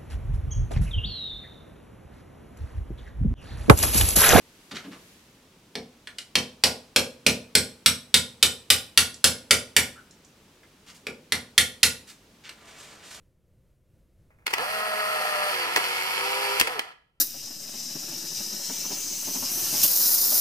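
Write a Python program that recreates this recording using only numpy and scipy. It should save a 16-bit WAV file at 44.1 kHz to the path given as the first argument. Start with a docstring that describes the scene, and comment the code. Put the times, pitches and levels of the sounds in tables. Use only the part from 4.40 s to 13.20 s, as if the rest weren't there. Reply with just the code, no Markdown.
"""Over a ventilation murmur and a brief hiss, tools tap and scrape on the bench of a small workshop.
From 1.4 s a hammer drives a hand-held steel bar against the coil in a transformer core. Each blow
cracks, rattles the core's sheets, rings the steel and thumps the bench. Between 3 and 4.8 s the coil
works loose and the blows turn brighter and hollower. After a pause with small tool sounds, four more
blows build from 6.7 s. The tools tap and scrape once more, and from 8.1 s a shirt sleeve rustles."""
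import sys
import numpy as np
from scipy import signal
from scipy.fft import rfft, irfft
from scipy.io import wavfile
from scipy.ndimage import uniform_filter1d

SR = 44100
rng = np.random.default_rng(int(sys.argv[2]) if len(sys.argv) > 2 else 0)


def file_out(sig):
    """Save sig as 16-bit WAV at sys.argv[1]."""
    # one column per channel
    cols = np.atleast_2d(sig).T
    # limit, then scale
    lim = np.clip(cols, -1, 1)
    pcm = np.round(lim * 32767).astype(np.int16)
    wavfile.write(sys.argv[1], SR, pcm)


N = 388080
EVENT_SAMPLES = 20480
AGE = np.arange(EVENT_SAMPLES) / SR  # seconds into one event
FREQ = np.fft.rfftfreq(EVENT_SAMPLES, 1 / SR) + 1  # frequency axis of an event's EQ, in Hz


def undb(db):
    """Decibels to gain."""
    return 10 ** (np.asarray(db) / 20)


def decay(t60):
    """Exponential decay that falls 60 dB in t60 seconds."""
    return np.exp(-np.log(1000) * AGE / max(t60, 1e-4))


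def unit_energy(x):
    """Scale to an energy of 1."""
    return x / np.sqrt(np.sum(x ** 2))


def eq_curve(points, hz=FREQ):
    """Join (freq_hz, value) points on a log-frequency axis."""
    freqs, values = np.transpose(points)
    return np.interp(np.log(hz), np.log(freqs), values)


def bell(hz, width, db):
    """EQ bell of a well-damped resonance; width is a share of its pitch."""
    return db * np.exp(-((FREQ / hz - 1) / width) ** 2)


def equalise(x, eq_db):
    """Minimum-phase EQ, so nothing rings ahead of an attack."""
    size = EVENT_SAMPLES
    cepstrum = irfft(np.log(undb(eq_db)))
    cepstrum[1:size // 2] *= 2
    cepstrum[size // 2 + 1:] = 0
    impulse = irfft(np.exp(rfft(cepstrum)))
    return irfft(rfft(x, 2 * size) * rfft(impulse, 2 * size))[:size]


def white():
    """White noise, one event long."""
    return rng.standard_normal(EVENT_SAMPLES)


def noise_bed(points):
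    """Scene-long noise of rms 1, shaped by (freq_hz, level_db) points."""
    gain = undb(eq_curve(points, np.fft.rfftfreq(N, 1 / SR) + 1))
    x = irfft(rfft(rng.standard_normal(N)) * gain, N)
    return x / x.std()


def fader(points):
    """Gain ride through (time_s, level_db) points."""
    return undb(np.interp(np.arange(N) / SR, *np.transpose(points)))


def place(track, start_s, x):
    """Mix an event into a track."""
    i = int(start_s * SR)
    track[i:i + len(x)] += x[:N - i]


# Tone of the ventilation: freq_hz, level_db
VENT_SPECTRUM = [(18, -32.5), (30, -4.5), (66, -4), (204, 0.5), (221, 0.5), (437, -5), (780, -12.5),
                 (889, -11.5), (1590, -15.5), (3140, -15.5), (4080, -17.5), (5740, -19), (16000, -30.5)]


def ventilation(side_db=-9):
    """A steady murmur of air, centred in the bass and wider above."""
    side_spectrum = [(hz, db + min(0, 8 * np.log2(hz / 1200))) for hz, db in VENT_SPECTRUM]
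    mid = noise_bed(VENT_SPECTRUM)
    side = undb(side_db) * noise_bed(side_spectrum)
    return undb(-53.5 - 4) * np.array([mid + side, mid - side])


# Swell of the hiss: time_s, level_db
HISS_SWELL = [(0, -61.5), (.7, -56), (1.2, -76), (8.8, -75)]


def hiss():
    """A faint, wide hiss swells and sinks away at the opening."""
    spectrum = [(300, -10.5), (2500, 3.5), (5000, 0), (9000, -2.5), (12500, -2.5), (16000, -18.5)]
    return fader(HISS_SWELL) * np.array([noise_bed(spectrum) for _ in range(2)])


# Bands of the room's reverb: centre_hz, level_db, t60_s, side_db
REVERB_BANDS = [(100, 0, .45, -17), (250, -2.5, 0.13, -20.5), (510.3, 5.5, 0.43, -9.5),
                (1260, -1, 0.23, -2), (2130, -4, 0.25, -6), (4400, -8, 0.29, -4.5), (7850, -2, 0.23, -6),
                (15180, -2.5, 0.21, -5.5)]


def reverb_tail(build_s=0.0062, late_db=-27, late_t60=0.62):
    """Diffuse reflections build fast and die band by band over a faint late tail; gives mid and side."""
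    centres_hz = [band[0] for band in REVERB_BANDS]
    onset = 1 - np.exp(-(AGE / build_s) ** 2)
    spectra = rfft(rng.standard_normal((2, EVENT_SAMPLES)))
    mid, side = np.zeros((2, EVENT_SAMPLES))
    for (_, level_db, t60, side_db), solo in zip(REVERB_BANDS, np.eye(len(centres_hz))):
        band = irfft(spectra * eq_curve(np.c_[centres_hz, solo]))
        envelope = unit_energy(onset * (decay(t60) + undb(late_db) * decay(late_t60)))
        tail = band * undb(level_db) * envelope
        mid += tail[0]
        side += undb(side_db) * tail[1]
    return mid, side


# Early reflections off bench top, vice and walls: delay_s, level_db
REFLECTIONS = [(.0055, -9.5), (0.0114, -16), (0.0193, -14), (.0295, -13.5)]


def workshop(x, smear_t60=0.03, scatter_db=-11):
    """The small room from close up, in stereo: direct sound, early reflections and a short tail."""
    mid, side = reverb_tail()
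    mid[0] += 1  # direct sound
    # the nearest surface mirrors the sound; cluttered ones further off smear it
    for k, (delay_s, level_db) in enumerate(REFLECTIONS):
        echo = unit_energy(white() * decay(smear_t60 if k else 0))
        mid += undb(level_db) * np.roll(echo, int(delay_s * SR))
    # nearby objects scatter the treble differently to left and right
    scatter = unit_energy(white() * np.sqrt(AGE) * decay(.008))
    side += equalise(scatter, eq_curve([(200, -24), (1200, 1.5), (2500, -5.5), (8000, 8)]) + scatter_db)
    tilt_db = eq_curve([(4000, 0), (8000, -1.3)])
    left, right = equalise(mid + side, tilt_db), equalise(mid - side, -tilt_db)
    return np.array([signal.fftconvolve(x, response)[:N] for response in (left, right)])


# The sleeve's gesture: time_s, speed_db
SLEEVE_MOVE = [(8.14, -62), (8.242, -61.5), (8.264, -54), (8.354, -58), (8.394, -48.5), (8.614, -60),
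               (8.662, -46.5), (8.764, -43.5), (8.8, -64)]
# Tone of rubbing cloth: freq_hz, level_db
CLOTH_SPECTRUM = [(240, -4), (500, -0.5), (900, 1.5), (2500, 4), (4380, 2.5), (7630, -0.5), (12900, -13.5),
                  (16000, -26)]


def sleeve(start_s=8.1, fade_in_s=0.13, flutter_db=2.5, trim_db=-1, brighten=0.74):
    """Cloth slides over cloth in small uneven catches; its low rub swells less than its bright hiss."""
    steps = np.repeat(rng.standard_normal(N // 400 + 1), 400)
    catches = uniform_filter1d(steps, size=300)[:N]
    speed = fader(SLEEVE_MOVE)
    fade_in = np.clip((np.arange(N) / SR - start_s) / fade_in_s, 0, 1)
    cloth = noise_bed(CLOTH_SPECTRUM)
    lows = signal.sosfiltfilt(signal.butter(2, 3000, fs=SR, output="sos"), cloth)
    highs = cloth - lows
    rub = highs + lows * (2 * speed / speed.max()) ** -brighten
    return rub * speed * fade_in * undb(trim_db + flutter_db * catches)


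# Short scrapes over steel and bench top: start_s, level_db, length_s, centre_hz, width_hz
SCRAPES = [(0.309, -39.5, 0.022, 1860, 6000), (0.315, -41, 0.04, 202, 177), (0.346, -36, 0.035, 2170, 4460),
           (0.428, -44.5, 0.112, 227, 120), (0.432, -49, 0.037, 1370, 4000),
           (0.509, -47.5, 0.044, 1690, 4840), (5.557, -50, 0.039, 1425, 333),
           (6.463, -49, 0.059, 2900, 6900), (6.54, -54, 0.043, 3850, 9000), (7.67, -47, 0.054, 3520, 7860),
           (8.036, -45, 0.052, 2440, 4000)]


def tool_scrapes(grain_db=2, grain_samples=128):
    """Sliding tools send an arc of gritty friction noise through one resonance."""
    track = np.zeros(N)
    for start_s, level_db, length_s, centre_hz, width_hz in SCRAPES:
        friction = white()
        grains = np.repeat(rng.standard_normal(EVENT_SAMPLES // grain_samples), grain_samples)
        arc = np.sqrt(np.clip(4 * AGE / length_s * (1 - AGE / length_s), 0, 1))
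        eq_db = -20 * np.log10(1 + ((FREQ ** 2 - centre_hz ** 2) / (FREQ * width_hz)) ** 2)
        # a light, sliding contact is too soft to stir much above its own pitch
        eq_db -= 9 * np.maximum(np.log2(FREQ / (2.5 * centre_hz)), 0)
        stroke = equalise(friction * undb(grain_db * grains) * arc, np.maximum(eq_db, -60))
        place(track, start_s, unit_energy(stroke) * np.sqrt(length_s * SR / 2) * undb(level_db))
    return track


def ring(modes, phases, scatter_db, detune):
    """Decaying modes whose levels and pitches vary a little from hit to hit."""
    chance = rng.standard_normal((len(modes), 2))
    ringing = np.zeros(EVENT_SAMPLES)
    for (hz, db, t60), (louder, sharper), phase in zip(modes, chance, phases):
        tone = np.sin(2 * np.pi * hz * (1 + detune * sharper) * AGE + phase)
        ringing += undb(db + scatter_db * louder) * decay(t60) * tone
    return ringing


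def crack_and_rattle(force_db, rise_s=0.00073, crack_t60=0.018, rattle_t60=0.11):
    """Dense, heavily damped modes: a crack, then the core's sheets chatter, more so under a hard blow."""
    attack = 1 - np.exp(-AGE / rise_s)
    rattle = undb(-17 + .4 * force_db) * decay(rattle_t60)
    return unit_energy(white() * attack * (decay(crack_t60) + rattle))


# Tone of the steel's crack: freq_hz, gain_db
CRACK_EQ = [(60, -14.5), (250, 11), (450, 18), (700, 11), (1100, 13), (1900, 24.5), (3000, 24), (4000, 26),
            (5500, 23), (6600, 16), (8000, 17), (10300, 16), (13000, 8), (16000, -7.5)]
# Ring of bar, core and vice: pitch_hz, level_db, t60_s
STEEL_MODES = [(1400, -30, .17), (1440, -27, .2), (1530, -35, .2), (1869, -29, .16), (2134, -25, .2),
               (2284, -29, .17), (2604, -28, .16), (2736, -29, .2), (3047, -27, .18), (3250, -30, .14),
               (3446, -30, .15), (3797, -29, .18), (3900, -31, .2), (4073, -29, .15), (4231, -29, .14),
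               (4960, -29, .15), (5553, -29, .13), (7780, -35, .17), (8060, -33, .17), (9330, -37, .14),
               (10150, -36, .12)]


def steel_hit(contact, eq_db, ring_db):
    """Steel meets steel: a bright crack and a brief ring, both shaped by the hit's EQ."""
    phases = rng.uniform(0, 2 * np.pi, len(STEEL_MODES))
    ringing = undb(ring_db) * ring(STEEL_MODES, phases, scatter_db=2.5, detune=.003)
    crack = equalise(contact, eq_curve(CRACK_EQ))
    return equalise(crack + ringing, eq_db)


def hollow_core_eq():
    """The core's hollow note, heard under every light tap and in the blows as the coil loosens."""
    return bell(hz=1394, width=.08, db=8)


# Light taps of steel on steel: start_s, level_db, centre_hz, rolloff_db_per_octave
TOOL_TAPS = [(0.315, -25.5, 1300, 5.5), (0.367, -25, 1400, 5), (1.672, -24, 1450, 4.5),
             (1.784, -20, 4430, 6.5), (4.742, -27, 6900, 16), (5.709, -35, 6750, 24),
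             (5.847, -31.5, 6810, 35), (6.232, -39, 1450, 8.5), (8.092, -28.5, 1710, 2)]


def tool_taps():
    """Tools are picked up and the bar is seated: soft ticks, each focused around its own pitch."""
    track = np.zeros(N)
    for start_s, level_db, centre_hz, rolloff in TOOL_TAPS:
        focus_db = np.maximum(-rolloff * np.abs(np.log2(FREQ / centre_hz)), -60)
        contact = crack_and_rattle(force_db=-20)
        place(track, start_s, steel_hit(contact, level_db + focus_db + hollow_core_eq(), ring_db=-10))
    return track


# Body of the loaded bench: pitch_hz, level_db, t60_s
BENCH_MODES = [(78, -42, .45), (85, -36.5, .32), (112, -39, .4), (130, -44, .45), (153, -35.5, .32),
               (187, -37, .33), (208, -36, .36), (230, -38, .42), (246, -35, .46), (264, -40, .42),
               (300, -43, .3), (345, -42, .3), (395, -42, .28), (425, -42, .26), (450, -38, .3),
               (482, -41, .3), (522, -38, .36), (545, -42, .32), (622, -43, .24), (705, -39, .2),
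               (765, -39, .18), (831, -36, .2), (900, -42, .15), (960, -44, .15)]


def bench_thump(phases, eq_db, rise_s=0.014):
    """The heavy bench takes a few cycles to get moving, then booms in its low modes."""
    body = ring(BENCH_MODES, phases, scatter_db=-0.5, detune=0.0062)
    return equalise(body * (1 - np.exp(-AGE / rise_s)), eq_db)


def blow_eq(force_db, thump_db, knock_db, looseness):
    """Balance of one blow: bench and vice below, steel above, brighter when hard or on a loose coil."""
    sub_db = force_db + 0.25 * (thump_db - force_db) - 1 + 2 * looseness
    mid_db = (1 - 0.34) * force_db - 3.5
    treble_db = (1 + 0.28) * force_db + np.interp(looseness, (0, 1), (-0.6, 3))
    return eq_curve([(90, sub_db), (190, thump_db), (450, knock_db), (750, knock_db), (1300, mid_db),
                     (2200, mid_db), (2800, force_db), (5800, force_db), (8000, treble_db)])


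def bar_clank_eq(clank_hz, clank_db, width=0.17, sing_hz=8020):
    """The bar's clank and overtone; a high steel mode sings when the overtone comes near it."""
    overtone_hz = 2.02 * clank_hz
    in_tune = np.exp(-((overtone_hz / sing_hz - 1) / .1) ** 2)
    clank = bell(clank_hz, width, clank_db)
    overtone = bell(overtone_hz, width / 2, 0.18 * clank_db)
    sing = bell(sing_hz, width=.04, db=7.5 * in_tune)
    return clank + overtone + sing


# Hammer blows; the clank's pitch moves with grip and seating:
# start_s, force_db, bench_thump_db, vice_knock_db, clank_hz, clank_db
HAMMER_BLOWS = [(1.3534, -22.5, -5.5, -8, 4130, 4.5), (1.954, -6, 0, -2.5, 3100, 10),
                (2.2373, -1, -2.5, 3.5, 2720, 2), (2.561, -1.5, -1, 3.5, 2650, 6),
                (2.8642, -0.5, 6.5, 0, 2360, 5), (3.1515, 1, 2.5, -2.5, 4250, 1),
                (3.4602, 1, 0.5, -6, 3940, 2.5), (3.7415, 0.5, 0.5, -7.5, 3850, 5),
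                (4.0268, 0.5, -6, -4, 3970, 0.5), (4.302, 2, -8, -3.5, 2640, 1.5),
                (4.5747, 2, -4.5, -5, 3370, 1), (4.8418, 1, -0.5, -0.5, 3100, 4),
                (5.1084, 0, -2.5, -2, 2400, 8.5), (5.3647, 0, -2.5, -3.5, 2150, 10.5),
                (6.6679, -23, -10.5, -11.5, 2470, 6.5), (6.9214, -8.5, -7, -7, 2040, 7.5),
                (7.1785, 0.5, -6, -5.5, 1940, 4), (7.4308, 0.5, -5.5, -5.5, 2030, 7)]


def hammering(loosening_s=(3, 4.8), carry_over=0.3, steel_trim_db=-3):
    """The hammer drives the bar and works the coil loose; gives a steel stem and a bench stem."""
    steel, bench = np.zeros((2, N))
    bench_phases = rng.uniform(0, 2 * np.pi, len(BENCH_MODES))
    contact = crack_and_rattle(force_db=0)
    for start_s, force_db, thump_db, knock_db, clank_hz, clank_db in HAMMER_BLOWS:
        # the bar shifts only a little, so each blow resembles the one before
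        fresh = np.sqrt(1 - carry_over ** 2) * crack_and_rattle(force_db)
        contact = unit_energy(carry_over * contact + fresh)
        looseness = np.interp(start_s, loosening_s, (0, 1))
        eq_db = blow_eq(force_db, thump_db, knock_db, looseness)
        resonance_db = bar_clank_eq(clank_hz, clank_db) + looseness * hollow_core_eq()
        ring_db = -6 + .35 * force_db  # a light blow hardly sets the vice ringing
        place(steel, start_s, steel_hit(contact, eq_db + resonance_db + steel_trim_db, ring_db))
        place(bench, start_s, bench_thump(bench_phases, eq_db))
    return steel, bench


def scene():
    """Steel, tools and sleeve play through the room; the bench's thump sits dry in both channels."""
    steel, bench = hammering()
    foley = tool_taps() + tool_scrapes() + sleeve()
    return workshop(steel + foley) + undb(3.5) * bench + ventilation() + hiss()


def record(dry):
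    """Soft saturation rounds the highest peaks and a steep low-pass cuts the top."""
    lowpass = signal.ellip(10, .2, 70, 15900, fs=SR, output="sos")
    return signal.sosfilt(lowpass, np.tanh(dry))


dry = scene()
out = record(dry)
file_out(out)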